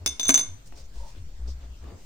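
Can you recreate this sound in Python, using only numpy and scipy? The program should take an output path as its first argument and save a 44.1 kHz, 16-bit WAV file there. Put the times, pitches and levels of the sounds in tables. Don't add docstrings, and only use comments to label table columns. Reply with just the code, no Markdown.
import sys
import numpy as np
from scipy import signal
from scipy.fft import rfft, irfft
from scipy.io import wavfile
from scipy.ndimage import uniform_filter1d

SR = 44100
rng = np.random.default_rng(int(sys.argv[2]) if len(sys.argv) > 2 else 0)


def linear_from_db(decibels):
    return 10 ** (np.asarray(decibels, float) / 20)


def wav_record(signal):
    frames = np.transpose(np.atleast_2d(signal))
    bounded = np.clip(frames, -1, 1)
    quanta = np.round(bounded * 32767).astype(np.int16)
    wavfile.write(sys.argv[1], SR, quanta)


N = 90404

# (frequency [Hz], left-right correlation [-1..1])
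LIKENESS = [(60, 1), (240, 0.92), (950, -0.14), (3770, 0.04), (15000, -0.39)]
# (frequency [Hz], left over right [dB])
BALANCE = [(60, 0), (240, 2.5), (950, -0.5), (3770, 3), (15000, -6)]


def evened(x):
    return x / np.sqrt(np.mean(x ** 2) + 1e-20)


def read(points, hz):
    f, value = np.transpose(points)
    return np.interp(np.log(hz + 1), np.log(f + 1), value)


def add(mix, start_s, sound):
    part = mix[..., round(max(start_s, 0) * SR):][..., :sound.shape[-1]]
    part += sound[..., :part.shape[-1]]


def resonate(x, hz, width_hz):
    turn = np.exp(2j * np.pi * hz * np.arange(x.shape[-1]) / SR)
    r = np.exp(-np.pi * width_hz / SR)
    return 2 * (turn * signal.lfilter([1 - r], [1, -r], x / turn)).real


def sides(db):
    return linear_from_db(np.array([[db / 2], [-db / 2]]))


def hush():
    # (frequency [Hz], level per Hz [dB])
    hush_spectrum = [(59, -29), (100, -2.5), (304, -20.5), (392, -21), (2860, -29), (7650, -30),
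                     (9880, -39.5), (15100, -36.5), (16500, -58.5)]
    level_db, patch_db = -55.5, 2.2
    frames, hz = N // 256 + 5, np.fft.rfftfreq(1024, 1 / SR)
    a, b, c, d, patches = rng.standard_normal((frames, 513, 5)).T
    patches = uniform_filter1d(patches, size=12, axis=0)
    patches = evened(uniform_filter1d(patches, size=10, axis=1))
    same = np.clip(read(LIKENESS, hz), -1, 1)[:, None]
    left = a + 1j * b
    right = same * left + np.sqrt(1 - same ** 2) * (c + 1j * d)
    lean_db = np.array([.5, -.5])[:, None, None] * read(BALANCE, hz)[:, None]
    gain = linear_from_db(read(hush_spectrum, hz)[:, None] + patch_db * patches + lean_db)
    noise = signal.istft(np.array([left, right]) * gain, nperseg=1024, noverlap=768)[1]
    return linear_from_db(level_db) * evened(noise[:, :N])


def boards():
    # (time [s], length [s], level [dB], frequency [Hz])
    thumps = [(0, 0.081, -36, 87.6), (0.056, 0.13, -38.5, 66), (.25, 0.12, -41.5, 85.3),
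              (0.472, 0.13, -38.5, 92.6), (0.727, 0.085, -46.5, 60.5), (0.803, 0.093, -41.5, 62),
              (0.948, .13, -32.5, 50.3), (1.17, 0.08, -37, 89), (1.208, 0.095, -38, 62),
              (1.38, 0.25, -28.5, 61.6), (1.59, 0.18, -34.5, 61.6), (1.8, 0.15, -36.5, 65.8),
              (1.92, .08, -39, 86.3)]
    # (time [s], level [dB])
    weight_shift = [
        (0.0, -62.5),
        (1.69, -41),
        (2.05, -56),
    ]
    drift_db, drift_hz = -41, 6.2
    sway_hz, sway_width_hz = 35.4, 28.5
    rise_power, wander, lean_db = 0.63, 0.093, 2
    drift = resonate(resonate(rng.standard_normal(N), 0., drift_hz), 0., drift_hz)
    sway = resonate(rng.standard_normal(N), sway_hz, sway_width_hz)
    sway = resonate(sway, sway_hz, sway_width_hz)
    sway_db = np.interp(np.arange(N) / SR, *np.transpose(weight_shift))
    out = linear_from_db(drift_db) * evened(drift) + evened(sway) * linear_from_db(sway_db)
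    for start_s, length_s, db, hz in thumps:
        u = np.arange(0, 1, 1 / (length_s * SR))
        wander_phase, phase = rng.random(2)
        bend = 1 + wander * np.sin(2 * np.pi * (1.7 * u + wander_phase))
        swell = np.sin(np.pi * u ** rise_power) ** 1.51
        note = np.sin(2 * np.pi * (np.cumsum(hz * bend) / SR + phase))
        add(out, start_s, linear_from_db(db) * swell * note)
    return out * sides(lean_db)


def hands():
    # (time [s], length [s], level [dB], centre [Hz], width [Hz])
    strokes = [(0.653, .04, -56.5, 6340, 3500), (0.752, 0.091, -53.5, 5300, 3030),
               (.84, 0.029, -60, 6060, 2000), (0.928, 0.18, -57.5, 5000, 4000),
               (1.05, 0.11, -56.5, 5200, 3520), (1.147, 0.073, -60, 3000, 2980),
               (1.47, 0.073, -52, 4950, 1790), (1.599, 0.087, -62.5, 2800, 2500),
               (1.801, 0.16, -63.5, 2500, 2490), (1.96, 0.14, -62.5, 5500, 4000),
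               (0.719, 0.12, -56, 427, 500), (0.958, 0.19, -55, 912, 110), (0.987, 0.14, -57, 563, 110),
               (0.944, 0.043, -51.5, 252, 406), (1.16, 0.045, -54, 254, 149), (1.39, 0.06, -59, 350, 500),
               (1.451, 0.068, -50.5, 250, 350), (1.599, 0.085, -57, 340, 500),
               (1.808, 0.13, -61, 1095, 250), (1.82, .22, -49, 285, 430), (0, 0.058, -54, 297, 497)]
    # (time [s], level [dB], frequency [Hz])
    fibre_snaps = [
        (0.668, -44.5, 326),
        (0.724, -30.5, 336),
        (1.15, -37.5, 328),
        (1.463, -40.5, 354),
        (1.841, -33, 328),
        (1.9, -46.5, 355),
    ]
    grains_per_s, grain_db, smooth = 2200, 3., .6
    snap_t60_s = 0.02
    out = np.zeros((2, N))
    for start_s, length_s, db, hz, width_hz in strokes:
        u = np.arange(0, 1, 1 / (length_s * SR))
        noise = rng.standard_normal((3, SR // 3))
        draw, size = rng.random(SR // 3), rng.exponential(1, SR // 3)
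        struck = draw < grains_per_s / SR
        grains = evened(struck * linear_from_db(grain_db * size) * np.sign(noise[2]))
        alike = np.clip(read(LIKENESS, hz), 0, 1)
        rustle = alike * noise[2] + np.sqrt(1 - alike ** 2) * noise[:2]
        drive = (1 - smooth) * grains + smooth * rustle
        stroke = resonate(resonate(drive, hz, width_hz), hz, 2 * width_hz)
        stroke = evened(stroke)[:, :len(u)]
        swell = np.sin(np.pi * u[:stroke.shape[1]] ** 0.67)
        add(out, start_s, linear_from_db(db) * sides(read(BALANCE, hz)) * swell * stroke)
    t = np.arange(1000) / SR
    for start_s, db, hz in fibre_snaps:
        burst = rng.standard_normal((2, 1000)) * linear_from_db(-60 * t / snap_t60_s)
        add(out, start_s, linear_from_db(db + 5.5) * resonate(burst, hz, hz))
    return out


def ring(modes, db):
    lag_s, spread_db = .00018, 2.5
    t = np.arange(SR // 3) / SR - np.array([[lag_s], [0]])
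    onset = np.clip(t / 0.0005, 0, 1)
    out = np.zeros(t.shape)
    chance = rng.standard_normal((len(modes), 2))
    for (hz, mode_db, t60_s, lean_db), (share, phase) in zip(modes, chance):
        decay = linear_from_db(db + mode_db + spread_db * share - 60 * t / t60_s)
        out += sides(lean_db) * decay * np.sin(2 * np.pi * hz * t + phase) * onset
    return out


def rod():
    # (time [s], middle modes [dB], low modes over middle [dB], high modes over middle [dB])
    contacts = [(0.0613, -16, -7.5, -3), (0.1965, -22, -3, -11), (0.2314, -21, -27, -20.5),
                (0.2538, -20.5, -14, -40), (0.2718, -29, -18, -40.5), (0.2814, -16, -10.5, -3.5),
                (0.2927, -11.5, -20.5, -12.5), (0.3424, -9, -13, -22.5), (0.3764, -25.5, -2.5, -3.5),
                (0.3934, -18.5, -39, -11), (0.4034, -22, -16, -26.5)]
    # (time [s], tick level [dB], tick centre [Hz], slab knock [dB])
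    ticks = [
        (0.0614, -15, 5360, -30.5),
        (.196, -24.5, 4900, -36),
        (.2305, -29, 7000, -42),
        (0.254, -26.5, 6800, -46.5),
        (0.272, -33, 6000, -46),
        (0.2917, -9.5, 6670, -18),
        (0.3429, -14.5, 7660, -34.5),
        (0.3766, -16.5, 6770, -40),
        (.394, -26.5, 4800, -34.5),
    ]
    # (frequency [Hz], level [dB], t60 [s], left over right [dB])
    low_modes = [(3561, -1.5, 0.15, 8.5), (3646, -4, 0.1, 6.5)]
    mid_modes = [(6170, 1.5, 0.11, 3.5), (6227, -4, .12, -4), (6350, -6.5, 0.066, -6.5),
                 (6410, -9.5, 0.043, -15)]
    high_modes = [(9367, 2.5, 0.044, -9.5), (8575, -16.5, .12, -10.5), (9550, -17.5, .08, -6.5),
                  (12600, -28.5, 0.13, -1), (15050, -30.5, .15, 3.5), (13350, -28, .1, -13.5)]
    slab_modes = [(272.3, -3, .14, 1), (338.4, -1, 0.04, 8), (643.3, -3.5, 0.11, 3.5),
                  (941, -4, 0.069, 7.5), (1198, -0.5, 0.029, 13.5), (1599, -1.5, 0.023, 13.5),
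                  (2175, 4, 0.055, 4.5), (2900, -6.5, 0.025, -1.5)]
    tick_t60_s, tick_width_hz, skirt_db = .02, 1820, -2
    out, t = np.zeros((2, N)), np.arange(SR // 20) / SR
    for start_s, db, low_db, high_db in contacts:
        steel = ring(mid_modes, db - 6.5) + ring(low_modes, db + low_db)
        add(out, start_s, steel + ring(high_modes, db + high_db))
    for start_s, db, hz, slab_db in ticks:
        burst = rng.standard_normal((2, len(t))) * linear_from_db(-60 * t / tick_t60_s)
        peak = resonate(resonate(burst, hz, tick_width_hz), hz, tick_width_hz) * 2
        skirt = linear_from_db(skirt_db) * resonate(burst, 3300, 6250)
        add(out, start_s, linear_from_db(db) * (peak + skirt))
        add(out, start_s, ring(slab_modes, slab_db - 5.5))
    return out


def room(x):
    # (frequency [Hz], t60 [s])
    room_t60 = [(250, 0.58), (1000, 0.47), (4000, 0.35), (9000, 0.3), (15000, 0.19)]
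    tail_db, early_db = -10.5, -8.5
    taps = np.zeros((2, SR // 2))
    at = np.arange(200, SR // 2 - 20, 20)
    at = at + rng.integers(0, 20, (2, len(at)))
    np.put_along_axis(taps, at, rng.choice([-1., 1.], at.shape), 1)
    hz, t, z = signal.stft(taps, SR, nperseg=256)
    decay = linear_from_db(-60 * t / read(room_t60, hz)[:, None])
    tail = signal.istft(z * decay, SR, nperseg=256)[1]
    tail *= linear_from_db(tail_db) / np.linalg.norm(tail[0])
    echoes = linear_from_db(early_db) * rng.uniform(-1.09, 1, (2, 7))
    np.put_along_axis(tail, rng.integers(40, 700, (2, 7)), echoes, 1)
    return signal.fftconvolve(x, tail, axes=1)[:, :N]


def scene():
    steel, near = rod(), hands()
    return steel + room(steel + .5 * near) + near + hush() + boards()


def top_cut(x):
    return signal.sosfilt(signal.butter(12, 16970, fs=SR, output="sos"), x)


def record(dry):
    hz = np.fft.rfftfreq(N, 1 / SR)
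    dip = linear_from_db(-14 * np.exp(-((hz - 11300) / 1100) ** 2))
    return top_cut(irfft(rfft(dry) * dip, N))


dry = scene()
out = record(dry)
wav_record(out)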